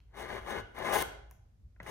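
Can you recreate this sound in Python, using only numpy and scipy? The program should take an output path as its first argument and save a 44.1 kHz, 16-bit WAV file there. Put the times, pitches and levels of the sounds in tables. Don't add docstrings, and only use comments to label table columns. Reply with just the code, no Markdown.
import sys
import numpy as np
from scipy import signal
from scipy.fft import rfft, irfft
from scipy.io import wavfile
from scipy.ndimage import uniform_filter1d

SR = 44100
rng = np.random.default_rng(int(sys.argv[2]) if len(sys.argv) > 2 else 0)


def digitize_waveform(pressure):
    field = np.atleast_2d(pressure).T
    bounded = np.clip(field, -1, 1)
    quanta = np.round(bounded * 32767).astype(np.int16)
    wavfile.write(sys.argv[1], SR, quanta)


N = 83790
TIME = np.arange(N) / SR

# time in seconds, relative levels of the crunch and the rasp in dB.
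CUT_LEVELS = [(0.06, -89.5, -100), (0.128, -73.5, -105), (0.143, -57, -82), (0.175, -47.5, -63.5),
              (0.206, -43.5, -58), (0.276, -47.5, -70.5), (0.296, -42.5, -64.5), (0.362, -42, -63.5),
              (0.385, -44, -67), (0.41, -55.5, -74.5), (0.448, -53.5, -73), (0.475, -42.5, -63.5),
              (0.508, -39.5, -54.5), (0.54, -39, -62.5), (0.602, -41, -62.5), (0.63, -70.5, -90.5),
              (0.741, -78, -85.5), (0.748, -53.5, -73.5), (0.785, -41.5, -63.5), (0.816, -42.5, -66),
              (0.866, -35.5, -54), (0.905, -39, -54.5), (0.955, -35, -49.5), (0.98, -36.5, -47.5),
              (1.026, -35, -62), (1.04, -65, -95), (1.1, -110, -120), (1.8, -110, -120),
              (1.828, -59.5, -76), (1.858, -58, -73.5), (1.868, -50.5, -62.5), (1.89, -45.5, -59),
              (1.9, -39.5, -56)]
SNAPS_PER_S, SNAP_SPREAD_DB = 3500, 3.0


def crunch(grip):
    # frequency in Hz, relative level in dB.
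    board_tone = [(40, -16), (110, -8.5), (220, -5), (275, -11.5), (360, -2.5), (680, -2.5), (1050, -8.5),
                  (1300, -10), (2150, -7), (2450, -15.5), (3100, -20.5), (4300, -23.5), (8000, -40),
                  (16000, -74.5)]
    fibres = snaps(SNAPS_PER_S, SNAP_SPREAD_DB) * grip * level(CUT_LEVELS)
    return amp(-2) * through(fibres, colour(board_tone, ringing_db))


def edge(grip):
    # time in seconds, relative level in dB.
    tear_levels = [(0.908, -100.5), (0.925, -43.5), (0.946, -36), (0.975, -41), (1.012, -39.5),
                   (1.018, -40.5), (1.026, -37.5), (1.031, -96)]
    # frequency in Hz, relative level in dB.
    rasp_tone = [(500, -30.5), (2500, 5), (3300, 1), (4200, -4), (6300, 6.5), (7500, -5.5), (8600, 3),
                 (11000, 0), (12700, -3), (16000, -8)]
    rip_tone = [(500, -3.5), (3000, 1.5), (5000, -2.5), (6300, 1.5), (7600, -5), (9200, 3.5), (12200, 0),
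                (14500, 1), (16000, -4)]
    scraping = splinters(per_s=5000, spread_db=1.5) * grip * level(CUT_LEVELS, column=2)
    tearing = splinters(per_s=4200, spread_db=-0.5) * grip * during(tear_levels)
    rasp = through(scraping, colour(rasp_tone, ringing_db))
    rip = through(tearing, colour(rip_tone, ringing_db))
    return amp(3) * rasp + amp(0.5) * rip


def chatter(grip, slips_per_s=405, slip_share=0.22):
    # time in seconds, relative level in dB.
    bite_levels = [(0.83, -72.5), (0.87, -36.5), (0.91, -33.5), (0.943, -28.5), (0.952, -27.5),
                   (0.968, -26), (0.975, -40.5), (1.022, -46.5), (1.036, -68.5)]
    # frequency in Hz, relative level in dB.
    hollow_tone = [(150, -33), (310, -28.5), (430, -0.5), (540, 0.5), (720, -2.5), (830, 0), (950, -8),
                   (1220, -7), (1400, -12.5), (2500, -13), (5000, -46)]
    slip_count = np.floor(np.cumsum(slips_per_s * waver(0.056, samples=130)) / SR)
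    slips = np.diff(slip_count, prepend=0)
    fibres = snaps(SNAPS_PER_S, SNAP_SPREAD_DB)
    force = np.sqrt(slip_share) * unit(slips) + np.sqrt(1 - slip_share) * fibres
    return amp(-5) * through(force * grip * during(bite_levels), colour(hollow_tone, ringing_db))


def snaps(per_s, spread_db):
    size = amp(spread_db * np.minimum(rng.exponential(1, N), 4))
    return unit(size * rng.choice([-1, 1], N) * (rng.random(N) < per_s / SR))


def splinters(per_s, spread_db):
    sides = np.array([snaps(per_s, spread_db) for _ in range(2)])
    return unit(snaps(per_s, spread_db) + amp(1.5) * sides)


def ringing_db(hz):
    # frequency in Hz, width in Hz, left boost in dB, right boost in dB.
    rings = [(372.7, 150, 3, 5), (833.5, 85, 6, 2.5), (1040, 58, 10.5, 1), (1200, 23, 14, 4),
             (1497, 40, 10.5, 7), (1671, 70, 7, 5), (2083, 120, 9.5, 1), (2888, 150, 15.5, 2.5),
             (3339, 120, 7, 3), (3722, 88, 12, 6), (6390, 230, 2, 0)]
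    return sum(np.array([[left], [right]]) * peak(hz, centre, width)
               for centre, width, left, right in rings)


def taps():
    # start in seconds, relative level in dB, ring pitch in Hz.
    knocks = [(1.311, -39, 990), (1.7622, -45, 1450), (1.801, -21.5, 1964), (1.812, -33.5, 1486),
              (1.8632, -24, 1900)]
    # frequency in Hz, relative level in dB.
    knock_tone = [(60, -19.5), (180, -1.5), (350, -1.5), (700, 2.5), (2100, -0.5), (2550, -7.5),
                  (4500, -27), (6400, -27), (7500, -38.5), (16000, -60.5)]
    out = np.zeros(N)
    for start, db, hz in knocks:
        add(out, start, amp(db) * contact(knock_tone, hz, fade_s=0.045, ring_s=0.025, ring_db=-2))
    return out


def ticks():
    # start in seconds, relative level in dB, ring pitch in Hz, treble limit in Hz.
    bursts = [(0.003, -36.5, 4300, 4700), (0.788, -24, 6430, 12000), (1.0243, -9.5, 8800, 14470),
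              (1.302, -50, 10210, 15100), (1.3112, -30, 10020, 15700), (1.321, -50, 10000, 15100),
              (1.8315, -29.5, 6400, 9400)]
    # frequency in Hz, relative level in dB.
    burst_tone = [(300, -11), (2400, -4), (4000, -8), (6300, -8), (8500, -12.5), (11500, -2.5),
                  (13500, -0.5), (16000, 3.5)]
    out = np.zeros(N)
    for start, db, hz, top_hz in bursts:
        burst = contact(burst_tone, hz, fade_s=0.0052, ring_s=0.012, ring_db=-16.5)
        add(out, start, amp(db) * low_pass(burst, top_hz))
    return out[None]


def contact(tone, hz, fade_s, ring_s, ring_db, rise_s=0.00048, size=12000):
    t = TIME[:size]
    noise = dying(rng.standard_normal(size), fade_s)
    burst = signal.fftconvolve(noise, colour(tone))[:size]
    rise = 1 - np.exp(-(t / rise_s) ** 2)
    ring = dying(np.sin(2 * np.pi * hz * t) * rise, ring_s)
    return burst + amp(ring_db) * ring


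def thuds(rise_s=0.0057, fade_s=0.31):
    # start in seconds, level in dB, pitch in Hz.
    pushes = [(0.324, -50, 109.4), (0.409, -44, 51), (0.586, -48, 105.5), (1.803, -51.5, 169),
              (1.822, -50, 118)]
    out, t = np.zeros(N), TIME[:12000]
    shape = np.minimum(t / rise_s, 1) * amp(-60 * t / fade_s)
    for start, db, hz in pushes:
        add(out, start, amp(db) * shape * np.sin(2 * np.pi * hz * t))
    return out


def placed(x, right_delay_s=0.00013):
    # frequency in Hz, left level minus right level in dB.
    balance = [(100, 4.5), (250, 5), (500, 4.5), (1000, 9.5), (1500, 1.5), (2500, 1.5), (4500, 5.5),
               (9000, -10.5)]
    hz = np.fft.rfftfreq(2 * N, 1 / SR)
    lean = amp(read(balance, hz))
    delay = np.exp(-2j * np.pi * hz * right_delay_s)
    sides = np.array([lean, delay]) * np.sqrt(2 / (1 + lean ** 2))
    return irfft(rfft(x, 2 * N) * sides)[:, :N]


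def scatter(x, echo_db=-7.5):
    echoes = dying(rng.standard_normal((2, 3000)), fade_s=0.0083)
    return (x + amp(echo_db) * through(x, echoes)) / np.sqrt(1 + amp(echo_db) ** 2)


def room(x, onset_s=0.009):
    # frequency in Hz, seconds the tail takes to fade by 60 dB.
    fade_times = [(100, 1), (350, 0.62), (600, 0.71), (1400, 0.6), (2500, 0.57), (5000, 0.54),
                  (10000, 0.32), (16000, 0.21)]
    # frequency in Hz, width in Hz, boost in dB.
    room_rings = [(690, 47, 7), (1430, 130, 9), (3230, 140, 12)]
    hz, t, noise = signal.stft(rng.standard_normal((2, SR)), SR, nperseg=1024)
    boost_db = sum(db * peak(hz, centre, width) for centre, width, db in room_rings)
    fade_db = 60 * t / read(fade_times, hz)[:, None]
    tail = signal.istft(noise * amp(boost_db[:, None] - fade_db), SR, nperseg=1024)[1]
    tail *= np.minimum(TIME[:tail.shape[1]] / onset_s, 1) ** 2
    return through(x, tail / np.linalg.norm(tail[0]))


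def hum(hz=52):
    cycles = np.cumsum(hz * waver(0.07, samples=3000)) / SR
    return amp(-67.5) * unit(np.sin(2 * np.pi * cycles))


def background():
    # frequency in Hz, relative level in dB.
    rumble_tone = [(15, -27), (32, -15), (43, -6.5), (51, 0), (64, -2), (82, -11), (110, -8), (140, -21),
                   (260, -35), (600, -60.5), (2000, -84)]
    air_tone = [(50, 5.5), (400, 3), (1000, -8.5), (3000, -15.5), (6500, -16.5), (8000, -21),
                (14000, -22.5), (16000, -44.5)]
    # time in seconds, level in dB.
    rumble_levels = [(0, -56), (0.12, -60.5), (0.26, -50), (0.43, -51), (0.49, -56), (0.57, -47),
                     (0.7, -58), (0.86, -54), (0.95, -51), (1.2, -57), (1.55, -58), (1.68, -52),
                     (1.73, -60), (1.9, -54)]
    noise = rng.standard_normal(N) + 0.13 * rng.standard_normal((2, N))
    rumble = through(noise, colour(rumble_tone, size=16384))
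    air = through(rng.standard_normal((2, N)), colour(air_tone))
    return unit(rumble) * level(rumble_levels) + amp(-77.5) * unit(air)


def amp(db):
    return 10 ** (np.asarray(db) / 20)


def unit(x):
    return x / np.sqrt(np.mean(x ** 2) + 1e-20)


def read(points, hz):
    table_hz, value = np.transpose(points)
    return np.interp(np.log(hz + 1), np.log(table_hz), value)


def level(table, column=1):
    rows = np.array(table)
    return amp(np.interp(TIME, rows[:, 0], rows[:, column]))


def during(table):
    return level(table) * (TIME > table[0][0]) * (TIME < table[-1][0])


def waver(depth, samples):
    return 1 + depth * unit(uniform_filter1d(rng.standard_normal(N), size=samples))


def peak(hz, centre, width):
    return 1 / (1 + (2 * (hz - centre) / width) ** 2)


def add(mix, start_s, sound):
    part = mix[round(start_s * SR):][:len(sound)]
    part += sound[:len(part)]


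def through(x, response):
    return signal.fftconvolve(np.atleast_2d(x), np.atleast_2d(response), axes=1)[:, :N]


def colour(tone, boost_db=None, size=4096):
    hz = abs(np.fft.fftfreq(size, 1 / SR))
    gain = unit(amp(read(tone, hz))) * (1 if boost_db is None else amp(boost_db(hz)))
    spectrum = np.exp(np.conj(signal.hilbert(np.log(gain))))
    return np.fft.ifft(spectrum).real[..., :size // 2]


def dying(x, fade_s):
    faded = x * amp(-60 * TIME[:x.shape[-1]] / fade_s)
    return faded / np.linalg.norm(faded, axis=-1, keepdims=True)


def low_pass(x, hz):
    return signal.sosfilt(signal.butter(2, hz, fs=SR, output="sos"), x)


def scene():
    grip = amp(-0.63 * unit(low_pass(rng.standard_normal(N), hz=170.3)))
    wood = crunch(grip) + chatter(grip) + taps()
    steel = edge(grip)
    clicks = ticks()
    near = scatter(placed(wood)) + steel + clicks
    soft_clicks = low_pass(clicks, hz=13000)
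    into_room = amp(-11) * wood.mean(0) + amp(-12) * steel + amp(-2.5) * soft_clicks
    return near + room(into_room) + thuds() + hum() + background()


def record(dry, top_hz=15950):
    treble_cut = signal.firwin(511, top_hz, window=("kaiser", 9), fs=SR)
    return signal.oaconvolve(dry, treble_cut[None], "same")


dry = scene()
out = record(dry)
digitize_waveform(out)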